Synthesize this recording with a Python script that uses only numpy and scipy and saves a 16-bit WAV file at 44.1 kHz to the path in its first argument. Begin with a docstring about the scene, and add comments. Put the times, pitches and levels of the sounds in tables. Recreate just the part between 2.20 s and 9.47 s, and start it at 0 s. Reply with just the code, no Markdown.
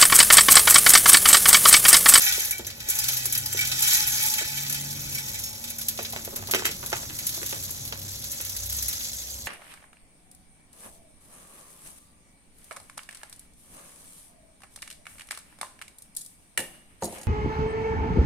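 """Seed poured into a tube feeder

Bird seed pours from a plastic bag into a tube feeder that stands in a steel sink. Dense random impacts form
the bright patter, excite the modes of the metal roof and blow the air column of the tube into a tone.
Heavy seeds tick singly, strays ring and the bag thumps in the hands: noise bursts, decaying tones and hollows.
Traffic drones beyond the walls as tones and shaped noise; two microphone ports hear it with a phase offset."""
import sys
import numpy as np
from scipy import signal
from scipy.fft import rfft, irfft, next_fast_len
from scipy.io import wavfile

SR = 44100
rng = np.random.default_rng(int(sys.argv[2]) if len(sys.argv) > 2 else 0)


def to_wav(sig):
    """Store sig (one row per channel, or 1-D mono) as 16-bit WAV at the path in sys.argv[1].

    Samples outside -1..1 are clipped; the rate is SR.
    """
    pcm = np.clip(np.atleast_2d(sig), -1, 1) * 32767
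    pcm = np.round(pcm).astype(np.int16)
    wavfile.write(sys.argv[1], SR, pcm.T)  # frames by channels


N = 320607
PADDED = next_fast_len(N + 4000)   # FFT length in samples
TIME_S = np.arange(N) / SR

# Heavy seeds landing. Each row: start in seconds, relative level of the bright burst in dB,
# middle part against the bright level in dB, knock on the roof against the bright level in dB.
HEAVY_SEEDS = [(0.0179, -12.5, -26, -36), (0.064, -23, -19, 1), (0.122, -12, -4, -31),
               (0.195, -20, -20, -34), (0.25, -15.5, -12, -34), (0.308, -11.5, -16.5, -20),
               (0.3281, -31, -12, -6), (0.38, -22.5, -11, -26), (0.446, -29.5, 1, -21),
               (0.467, -21, -13, -13.5), (0.501, -28, 1, -13), (0.602, -26, -3.5, -12),
               (0.6862, -13, -17, -42), (0.698, -10, -28, -25), (0.7516, -17, -20, -32),
               (0.787, -10.5, -12, -38), (0.84, -15, -5, -29), (0.884, -11, -8, -38),
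               (0.934, -18.5, -16, -25), (0.968, -14, -11, -26), (1.0545, -11, -13.5, -29),
               (1.1233, -11, -26, -20.5), (1.1496, -13.5, -7, -15.5), (1.1754, -12.5, -24, -26),
               (1.258, -16.5, -9, -34), (1.3263, -17, -15, -24), (1.371, -17, -7, -10.5),
               (1.3902, -19, -8, -18), (1.4082, -19, -11, -4), (1.4496, -18, -5, -14),
               (1.471, -18, -8, -26), (1.5151, -18, -2, -8), (1.6227, -9, -26, -17), (1.674, -11, -27, -26),
               (1.7375, -14, -18, -31), (1.82, -28, -6, -14), (1.8725, -13, -13, -20),
               (1.922, -23, -18, -6), (2.026, -13, -25, -33), (2.0603, -17, -25, -36),
               (2.137, -13, -8, -25), (2.1815, -18, -25, -5), (2.373, -21, -7, -12), (2.4628, -34, 10, -25),
               (2.4954, -17, -13, -15.5), (2.5242, -15, -12, -35), (2.5443, -20, -4, -11),
               (2.6098, -23, -16, -33), (2.707, -24, -7, -34), (2.8197, -44, -3, -25),
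               (2.9224, -23, -7.5, -33), (2.9472, -19, -14, -16), (2.9828, -22, -7, -13),
               (3.0898, -27, -8, -21), (3.142, -24, -12, -8), (3.19, -21, -10, -36),
               (3.236, -19.5, -11, -36), (3.268, -33, 0, -32), (3.4099, -43, 0, -25), (3.439, -24, -6, -12),
               (3.474, -29, -2, -8), (3.5008, -21, -12, -15), (3.5832, -19.5, -25, -15.5),
               (3.6126, -19.5, -7.5, -33), (3.683, -10.5, -12, -23), (3.7736, -27, -1, -20),
               (3.8272, -22.5, -12, -18), (3.8479, -28, 5, -1), (3.899, -26, -10, -17),
               (3.923, -22.5, -7, -12), (4.047, -22, -11, -6.5), (4.1591, -17.5, -12, -9),
               (4.2712, -24, -4.5, -19), (4.31, -11, -10, -15), (4.345, -16.5, -17, -14),
               (4.385, -24, -3, -20), (4.4528, -13.5, -17, 2), (4.461, -20, -10, -3), (4.511, -21, -4, -20),
               (4.66, -19.5, -11, -35), (4.699, -25, -10, -30), (4.766, -27, -5, -30),
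               (4.9872, -19, -9, -5), (5.0665, -12.5, -14, -37), (5.09, -18, -8, -18),
               (5.126, -31, -2, -25), (5.144, -23, -7, -24), (5.2612, -20, -9, -26), (5.3074, -23, -7, -19),
               (5.4347, -23.5, -9, -24), (5.463, -39, -6, -25), (5.5057, -20.5, -15, -30),
               (5.5782, -36, -0.5, -25), (5.65, -23.5, -9, -24), (5.675, -25, -7, -27),
               (5.724, -35.5, 9, -25), (5.7896, -29, -7, -27), (5.8154, -29, -5, -27),
               (5.8381, -50, -7, -27), (5.886, -36, -15, -33), (5.918, -36, -17, -25),
               (5.954, -30, -7, -27), (6.0204, -32.5, 0, -27), (6.04, -24, -6.5, -27),
               (6.116, -19.5, -17, -20), (6.129, -27, -16, -1), (6.143, -28, -9, -27),
               (6.179, -30, -6, -27), (6.2093, -20, -18, -8), (6.248, -23, -12, -4), (6.293, -23, -9, -41),
               (6.364, -19, -10, -29), (6.4043, -32, -17, -27), (6.433, -25, -11, -27),
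               (6.4585, -23, -14, -29), (6.496, -19, -11, -28), (6.5233, -18, -10, -29),
               (6.565, -20, -21, -27), (6.624, -16.5, -14, -30), (6.682, -14.5, -19, -8.5),
               (6.727, -21, -4, -23), (6.8056, -33.5, 7, -19), (6.8503, -30, 0, -27),
               (7.2555, -29, -9, -27)]
# The bag buckling in the hands. Each row: start in seconds, relative level in dB, pitch of the fold in Hz,
# snap against that level in dB, rise in seconds.
BUCKLES = [(0.008, -40, 820, -9, 0.0014), (0.179, -36.5, 412, -13, 0.0016), (0.394, -28, 353, -20, 0.0026),
           (0.687, -39, 373, -9, 0.0016), (1.052, -37.5, 395, -6.5, 0.00096),
           (1.346, -33.5, 382, -13, 0.0017), (2.21, -34.5, 590, -13, 0.0019),
           (2.219, -36.5, 333, -7.5, 0.003), (3.789, -24.5, 480, -10, 0.00095),
           (3.932, -31, 760, -13, 0.0022), (3.962, -29, 590, -3, 0.00078), (4.073, -33, 430, -11, 0.0046),
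           (4.121, -38, 560, -26, 0.016), (4.139, -39, 330, -22, 0.004), (4.164, -40, 470, -8, 0.007),
           (4.177, -40, 590, -12, .004), (4.188, -42, 520, -8, 0.0048), (4.222, -40, 695, -6, 0.0042),
           (4.234, -42, 990, -7, 0.004), (4.286, -36.5, 790, -12, 0.0022), (4.296, -34, 850, -9, 0.0017),
           (4.337, -24.5, 443, 3, 0.00052), (4.346, -20.5, 398, -2, 0.0016), (4.364, -33, 330, -18, 0.0047),
           (4.391, -34.5, 363, -0.5, 0.0047), (4.421, -32.5, 725, -4, 0.0021), (4.446, -32, 363, 7, 0.0088),
           (4.463, -35, 420, 1, .003), (4.488, -42, 324, 3, 0.0055), (4.51, -52, 495, -1, 0.0044),
           (4.629, -30, 795, -9, 0.00036), (4.719, -35, 910, -6, .002), (4.728, -20.5, 840, -6, 0.0013),
           (4.83, -40, 584, -1, 0.0025), (4.898, -42.5, 304, 5, 0.00077), (5.174, -38.5, 593, -13, 0.0037),
           (5.213, -39.5, 322, -2, 0.0048), (5.224, -44, 520, 7.5, 0.0068), (5.326, -28, 560, -5, 0.0015),
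           (5.492, -45, 890, -6, 0.0018), (5.724, -30, 1530, -6.5, 0.0014), (5.731, -37, 600, -15, .001),
           (6.199, -47, 506, 9, 0.0059)]
# Colour of a seed impact. Each row: frequency in Hz, relative spectral level in dB.
SEED_COLOUR = [(400, -30), (1200, -18), (2200, -11), (2850, -14), (3300, -8.5), (4000, -6), (5200, -5),
               (6200, 0), (7000, -4), (8000, -3), (9500, -2.5), (12000, -2.5), (13500, -7), (15700, -5)]


def amp(db):
    """Decibels to gain: twenty decibels are a factor of ten in amplitude."""
    return 10 ** (np.asarray(db) / 20)


def rms_one(x):
    """Normalisation of a signal to unit root mean square."""
    return x / np.sqrt(np.mean(x ** 2) + 1e-20)


def in_time(rows):
    """Linear interpolation of a table's columns over time, one value a sample."""
    s, *columns = np.transpose(rows)
    return [np.interp(TIME_S, s, c) for c in columns]


def in_hz(rows):
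    """Interpolation of a table's columns over log frequency, one value an FFT bin."""
    hz, *columns = np.transpose(rows)
    grid = np.log(np.arange(PADDED // 2 + 1) * SR / PADDED + 1)
    return [np.interp(grid, np.log(hz), c) for c in columns]


def coloured(x, spectrum):
    """Linear filtering: the spectrum is multiplied by the gain curve of a table."""
    return irfft(rfft(x, PADDED) * amp(in_hz(spectrum)[0]), PADDED)[..., :N]


def drift(rate_hz):
    """Slow random fluctuation of unit rms: noise through a double-pole low-pass, computed at every 40th sample."""
    r = np.exp(-2 * np.pi * rate_hz * 40 / SR)
    noise = rng.standard_normal(N // 40 + 2002)
    slow = signal.lfilter([1], [1, -2 * r, r * r], noise)[2000:]   # the settling is dropped
    return np.interp(np.arange(N) / 40, np.arange(len(slow)), rms_one(slow))


def resonate(x, hz, width_hz):
    """Damped resonance: one pole pair whose bandwidth sets the decay, with gain near 1 at the peak."""
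    r = np.exp(-np.pi * width_hz / SR)
    poles = [1, -2 * r * np.cos(2 * np.pi * hz / SR), r * r]
    return signal.lfilter([(1 - r * r) / 2, 0, (r * r - 1) / 2], poles, x)


def narrow(white, hz, width_hz):
    """Narrow-band noise: two equal resonances in series make a wavering tone of unit rms."""
    return rms_one(resonate(resonate(white, hz, width_hz), hz, width_hz))


def scatter(per_s, size_db, t60):
    """Shot noise: random impacts die exponentially in power round the basin; two paths of unrelated noise."""
    hits = rng.random(N) < per_s / SR
    power = hits * amp(2 * size_db * np.minimum(rng.exponential(1, N), 4))
    r = amp(-120 / (t60 * SR))
    envelope = np.sqrt(signal.lfilter([1], [1, -r], power + 1e-18))
    return envelope * rng.standard_normal((2, N))


def silence():
    """Two almost empty paths: a trace of noise avoids denormal numbers, so that filters stay fast."""
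    return 1e-12 * rng.standard_normal((2, N))


def add(out, s, burst):
    """Superposition of a burst that starts at time s."""
    i = round(s * SR)
    out[:, i:i + burst.shape[1]] += burst[:, :N - i]


def patter(flow_db):
    """Superposed seed impacts: clumped fine grains, crisp small ticks, sparser large ones and resonant pings."""
    dull_hz, dull_db_per_s, patchy_db = 8900, 0.5, 1.5
    fine = rms_one(scatter(2000 * amp(3 * drift(18)), size_db=3, t60=0.025))
    crisp = rms_one(scatter(300 * amp(3 * drift(7.3)), size_db=2.8, t60=0.03))
    large = rms_one(scatter(110, size_db=-9, t60=0.12))
    ringing = rms_one(pings(700, quality=60))
    seeds = fine + amp(-1) * crisp + amp(-5) * large + amp(-5) * ringing
    seeds = rms_one(coloured(patchy(seeds, patchy_db), SEED_COLOUR))
    # the treble fades as seed lands on seed
    treble = coloured(seeds, [(dull_hz / 1.3, -40), (dull_hz, 0)])
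    treble_change = amp(-dull_db_per_s * TIME_S) - 1
    return amp(flow_db + 4) * (seeds + treble_change * treble)


def pings(per_s, quality):
    """Free vibration of struck seeds: each impact excites one of twelve resonances of equal quality factor."""
    hits = rng.random(N) < per_s / SR
    sizes = hits * amp(3 * np.minimum(rng.exponential(1, N), 3)) * rng.choice([-1, 1], (2, N))
    dealt, hush = rng.integers(0, 12, N), silence()
    pitches = np.geomspace(2600, 14000, 12)
    return sum(resonate(sizes * (dealt == k) + hush, hz, hz / quality) for k, hz in enumerate(pitches))


def patchy(x, swing_db):
    """Band-wise amplitude modulation: seeds of one size come together, so each band flickers on its own."""
    spectrum, hz = rfft(x, PADDED), np.arange(PADDED // 2 + 1) * SR / PADDED
    band = np.digitize(hz, np.geomspace(1500, 13000, 12))
    out = 0
    for k in range(13):
        flicker = amp(swing_db * drift(25))
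        out = out + flicker * irfft(spectrum * (band == k), PADDED)[:, :N]
    return out


def roof(stream_db, heavy):
    """Modal excitation: stream and heavy seeds drive the modes of roof and tube unevenly, over a dull clatter."""
    # Each row: mode frequency in Hz, bandwidth in Hz, relative level in dB.
    roof_modes = [(797, 16, -10), (1260, 25, -12), (1480, 36, -3), (1680, 35, -3), (1756, 22, -3),
                  (1905, 25, 1), (2026, 22, -2), (2290, 40, 4), (2560, 70, 0), (3140, 70, 0),
                  (3640, 80, -3), (3990, 55, -1), (4520, 60, -3), (5065, 50, -2), (5550, 50, -1),
                  (6040, 90, 0), (7164, 30, 4), (7596, 40, 2), (7815, 35, 1)]
    # The filling tube damps the ring. Each row: time in seconds, relative level of the ring in dB.
    ring_level = [(0, 2), (2.6, 2), (3.7, -3), (4.0, -12), (7.27, -14)]
    stream = rms_one(scatter(300, size_db=0.5, t60=0.064))
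    blows = amp(stream_db) * stream + amp(1) * heavy
    ring = 0
    for k, (hz, width_hz, level_db) in enumerate(roof_modes):
        uneven_db = 1.8 * drift(8)
        ring = ring + (-1) ** k * amp(level_db + uneven_db) * resonate(blows, hz, width_hz)
    clatter = resonate(resonate(blows, 2000, 1400), 2000, 1400)
    return amp(in_time(ring_level)[0] + 16.5) * ring + clatter


def strikes():
    """Impact excitation: exponentially decaying noise where heavy seeds and the bag knock on the roof."""
    knock_t60_s, seed_db, bag_db = 0.22, -7.5, 2
    out, t = silence(), np.arange(6000) / SR
    blows = [(s, db + knock + seed_db) for s, db, _, knock in HEAVY_SEEDS]
    blows += [(s, db + snap + bag_db) for s, db, _, snap, _ in BUCKLES]
    for s, level_db in blows:
        add(out, s, rng.standard_normal((2, len(t))) * amp(level_db - 60 * t / knock_t60_s))
    return out


def tube(flow_db):
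    """Turbulent excitation of an air column: the stream blows a narrow wavering tone until the tube has filled."""
    full_s, swell_s, swell_length_s, swell_db = 3.8, 2.125, 0.12, 11
    level_db = -57 + 0.69 * (flow_db + 38.5) + 2 * drift(3.2)   # follows a share of the flow's swing
    level_db -= 3 * np.maximum(TIME_S - swell_s, 0)   # sinks by 3 dB a second after the swell
    level_db += swell_db * np.exp(-(2 * (TIME_S - swell_s) / swell_length_s) ** 2)   # swells once
    not_full = np.clip((full_s - TIME_S) / 0.1, 0, 1)
    return not_full * amp(level_db) * narrow(rng.standard_normal((2, N)), 864, 22)


def ticks():
    """Two-stage decay of single impacts: a sharp bright burst with a longer middle part."""
    rise_s, hold_s = 0.0016, 0.001
    bright, middle, t = silence(), silence(), np.arange(4400) / SR
    rise = np.clip(t / rise_s, 0, 1)
    after = np.maximum(t - rise_s - hold_s, 0)
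    # a fast decay and a weaker slow one in each part
    short = rise * (amp(-60 * after / 0.065) + amp(-16.5 - 60 * t / 0.32))
    long = rise * (amp(-60 * after / 0.07) + amp(-9 - 60 * t / 0.35))
    for s, bright_db, middle_db, _ in HEAVY_SEEDS:
        noise = rng.standard_normal((2, len(t))) * amp(bright_db)
        add(bright, s, noise * short)
        add(middle, s, noise * long * amp(middle_db))
    high_pass = signal.butter(4, 7000, "high", fs=SR, output="sos")
    treble = signal.sosfilt(high_pass, coloured(bright, SEED_COLOUR))
    return amp(-0.5) * treble + amp(-1) * resonate(middle, 4120, 2600)


def strays():
    """Beating: stray seeds ring tones on metal whose level pulses, as with two close modes, and dies away."""
    # Each row: start in seconds, level before the beating in dB, pitch in Hz, 60 dB decay time in seconds.
    stray_rings = [(0.327, -28, 2300, 0.27), (2.184, -24.5, 2280, .12), (.384, -40.5, 7150, 0.23),
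                   (0.467, -26, 6120, 0.037), (0.7, -28.5, 7240, 0.11), (.80, -25, 5080, 0.13),
                   (1.054, -35, 7600, 0.15), (1.26, -28.5, 5020, 0.068), (1.327, -31, 7600, 0.17),
                   (1.35, -28, 6000, 0.084), (1.391, -21.5, 2290, 0.27), (1.47, -39, 7600, .15),
                   (1.514, -33, 5530, 0.16), (1.62, -24.5, 7170, .1), (1.738, -36, 6050, 0.13),
                   (2.955, -38, 5470, 0.61), (2.952, -38, 2290, 0.17), (2.975, -34, 2273, .15),
                   (2.955, -37, 6550, 0.2), (2.98, -33, 8050, .15), (3.239, -37, 5420, 0.47),
                   (3.236, -32, 6600, 0.31)]
    out, t = silence(), np.arange(9000) / SR
    for s, level_db, hz, t60 in stray_rings:
        turn = 2 * np.pi * hz * t + rng.uniform(0, 2 * np.pi, (2, 1))
        envelope = amp(level_db - 60 * t / t60) * np.minimum(t / 0.00055, 1)
        beat = 1 + 0.47 * np.sin(2 * np.pi * rng.uniform(16, 63) * t)
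        add(out, s, envelope * beat * np.sin(turn))
    return out


def thumps():
    """Buckling of film: crackly snaps, a tap gliding down to the pitch of the fold, and cavity resonances."""
    # Hollows of the bag. Each row: frequency in Hz, bandwidth in Hz, relative level in dB.
    bag_hollows = [(243, 39, -2.5), (363, 31, 1.5), (438, 59, -3), (560, 73, -9), (664, 37, -7.5),
                   (859, 49, -7.5), (1040, 680, -11)]
    fold_cycles = 20   # the fold's 60 dB decay, in cycles of its pitch
    glide, glide_s = 0.61, 0.0016   # the pitch starts higher by this share; time constant of its drop
    snaps, folds, hollows, t = silence(), silence(), silence(), np.arange(8000) / SR
    for s, level_db, hz, snap_db, rise_s in BUCKLES:
        rise = np.minimum(t / rise_s, 1)
        after = np.maximum(t - rise_s, 0)
        noise = rng.standard_normal((2, len(t))) * amp(level_db) * rise
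        # the film gives way in separate small cracks, with one sharp crack on top of the rise
        creases = (rng.random(len(t)) < 0.012) * amp(rng.normal(-1.4, 4.9, len(t)))
        creases[(t > rise_s - 0.0005) & (t < rise_s + 0.0005)] = amp(-2)
        add(snaps, s, noise * creases * amp(snap_db - 60 * after / 0.16))

        pitch = hz * (1 + glide * np.exp(-t / glide_s))
        turn = 2 * np.pi * np.cumsum(pitch) / SR + rng.uniform(0, 2 * np.pi)
        tap = amp(level_db - 60 * after * hz / fold_cycles) * rise * np.sin(turn)
        add(folds, s, tap * [[1], [0]])   # first path only

        # a short push and a weaker, longer crinkle strike the hollows unevenly
        push = noise * (amp(-60 * after / 0.023) + amp(-14 - 60 * after / 0.32))
        body = resonate(push, hz, hz)
        for hollow_hz, width_hz, db in bag_hollows:
            add(hollows, s, amp(db + rng.normal(0, 2.5)) * resonate(body, hollow_hz, width_hz))
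    snap = amp(19.5) * resonate(snaps, 1560, 2060) + amp(7) * resonate(snaps, 1570, 500)
    return snap + amp(-0.5) * folds + amp(19) * hollows


def outside():
    """Superposition of tonal and broadband noise: engine, hums, drones, swelling notes, rumble and room air."""
    # Hums and steady traffic drones, all as wavering narrow tones. Each row: frequency in Hz, bandwidth in Hz,
    # rms level in dB.
    hums, drones = [(308, 18.5, -66.5), (549, 86, -65.5)], [(61.2, 18, -54), (97.2, 6.4, -56), (227, 5.5, -62)]
    # Notes of passing traffic that swell and fade.
    # Each row: middle in seconds, length in seconds, pitch in Hz, rms level at the middle in dB.
    swells = [(1.302, 0.62, 97.7, -53), (2.488, 0.9, 227, -57.5), (2.805, 1, 193, -63),
              (3.734, 1, 227, -54), (4.266, 0.16, 101, -51), (4.746, 0.32, 66, -62),
              (5.645, 0.82, 97.2, -49), (5.652, 0.99, 132.6, -56), (5.806, 0.34, 227, -61),
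              (6.457, 0.49, 96.4, -48.5), (6.56, 0.39, 63.25, -43), (7.15, 0.89, 63.9, -53)]
    # Broad road rumble. Each row: time in seconds, relative level in dB.
    road_level = [(0, -48.5), (1.0, -50.5), (1.62, -44), (2.4, -50), (2.85, -41), (3.5, -49.5),
                  (4.3, -42.5), (5.65, -43.5), (6.3, -51.5), (6.55, -49.5), (7.27, -52)]
    # Colours of rumble and room air. Each row: frequency in Hz, relative spectral level in dB.
    rumble_colour, air_colour = [(15, -15), (26, 2.5), (33, -3), (42, -24), (60, -26), (80, 2.5),
                                 (125, 5.5), (180, -1.5), (260, -3.5), (350, -8), (500, -19.5)], [(200, -36), (400, 3.5), (750, 2.5), (1100, -5),
                                                 (2200, -39), (4000, -5)]
    white = rng.standard_normal((2, 2, N))
    out = engine() + sum(amp(db) * narrow(white[0], hz, width_hz) for hz, width_hz, db in hums + drones)
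    wobble = 2 * np.pi * np.cumsum(4 * drift(2.23)) / SR   # pitch wanders by 4 Hz rms
    for s, length, hz, level_db in swells:
        envelope = np.exp(-(2 * (TIME_S - s) / length) ** 4)
        out += np.sqrt(2) * amp(level_db) * envelope * np.sin(2 * np.pi * hz * TIME_S + wobble)
    rumble = amp(in_time(road_level)[0] - 1.5) * rms_one(coloured(white[1], rumble_colour))
    air = amp(-49.5) * rms_one(coloured(white[0], air_colour))
    return out + rumble + air


def engine():
    """Harmonic tone: an engine's note with its octave, whose pitch climbs and then sags as it eases off."""
    # Swells of the note. Each row: start in seconds, length in seconds, rms level of the note in dB.
    pulls = [(.35, 0.37, -57), (0.795, 0.88, -47.5), (1.793, 0.3, -49.5), (2.292, 0.62, -44.5),
             (2.982, 0.19, -50)]
    start_hz, rise_hz_per_s, ease_s, sag_hz_per_s = 117.3, 9.5, 2.85, 69
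    edge_s, octave_db = 0.17, -17   # length of the fades; octave against the note
    climb = rise_hz_per_s * np.minimum(TIME_S, ease_s)
    sag = sag_hz_per_s * np.clip(TIME_S - ease_s, 0, 1)
    gain = 0
    for s, length, db in pulls:
        inside = np.minimum(TIME_S - s, s + length - TIME_S)
        gain = gain + amp(db) * np.clip(inside / edge_s + 0.5, 0, 1)
    turn = 2 * np.pi * np.cumsum(start_hz + climb - sag) / SR
    return np.sqrt(2) * gain * (np.sin(turn) + amp(octave_db) * np.sin(2 * turn))


def ports(paths):
    """Partial coherence: the right port hears the first path shifted in phase, mixed with the second path."""
    # Each row: frequency in Hz, phase lead of the right port in radians, likeness from 0 to 1,
    # left against right in dB.
    port_pair = [(30, .3, .88, 1.5), (100, .2, .9, 1), (250, .4, .75, -.5), (700, 1.1, .6, -4),
                 (1500, 1.4, .55, -2.5), (2200, 3.0, .48, -1.2), (3000, 3.14, .6, -2), (3400, 4, .15, -2.5),
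                 (4600, 3.3, .45, -.3), (5500, 5.4, .3, 0), (6200, 5.6, .65, 0), (7100, 6.4, .2, 1.5),
                 (7600, 4.4, .75, 0), (8500, 3.3, .95, 0), (9100, 3.14, .995, 0), (9600, 2.7, .95, 0),
                 (10200, 2, .85, 0), (12000, 0, .99, 0), (13600, -1.8, .75, 0), (14200, -2.8, .95, 0),
                 (14700, -3.14, .995, 0), (15100, -3.3, .95, 0), (15800, -4.1, .75, 0)]
    lead, alike, balance_db = in_hz(port_pair)
    first, second = rfft(paths, PADDED)
    right = np.exp(1j * lead) * (alike * first + np.sqrt(1 - alike ** 2) * second)
    return irfft([first * amp(balance_db / 2), right * amp(-balance_db / 2)], PADDED)[:, :N]


def scene():
    """Linear superposition of all sources, heard through the port pair."""
    # Flow of the pour. Each row: time in seconds, relative level in dB.
    pour_flow = [(0.0, -24), (0.28, -33.5), (0.44, -54), (0.64, -45), (0.72, -32.5), (0.95, -32),
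                 (1.17, -39.5), (1.4, -34.5), (1.55, -32.5), (1.61, -27.5), (1.63, -28), (1.67, -25),
                 (1.74, -22), (1.88, -29.5), (2.06, -28), (2.2, -33), (2.73, -37.5), (3.1, -36),
                 (3.48, -41.5), (4.2, -43), (4.66, -41), (5.18, -35), (5.65, -40.5), (5.76, -43),
                 (5.92, -35.5), (6.0, -40), (6.12, -38), (6.36, -38), (6.6, -32.5), (7.05, -36.5),
                 (7.27, -40.5)]
    flow_db, = in_time(pour_flow)
    stream_db = flow_db - 7 - 1.63 * TIME_S   # blows soften, in dB a second, as seed lands on seed
    pour = patter(flow_db) + roof(stream_db, strikes()) + tube(flow_db)
    return ports(pour + ticks() + strays() + thumps() + outside())


def record(dry):
    """Band limitation: a steep low-pass is 60 dB down from 16.2 kHz upwards."""
    return signal.sosfilt(signal.cheby2(20, 60, 16200, fs=SR, output="sos"), dry)


dry = scene()
out = record(dry)
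to_wav(out)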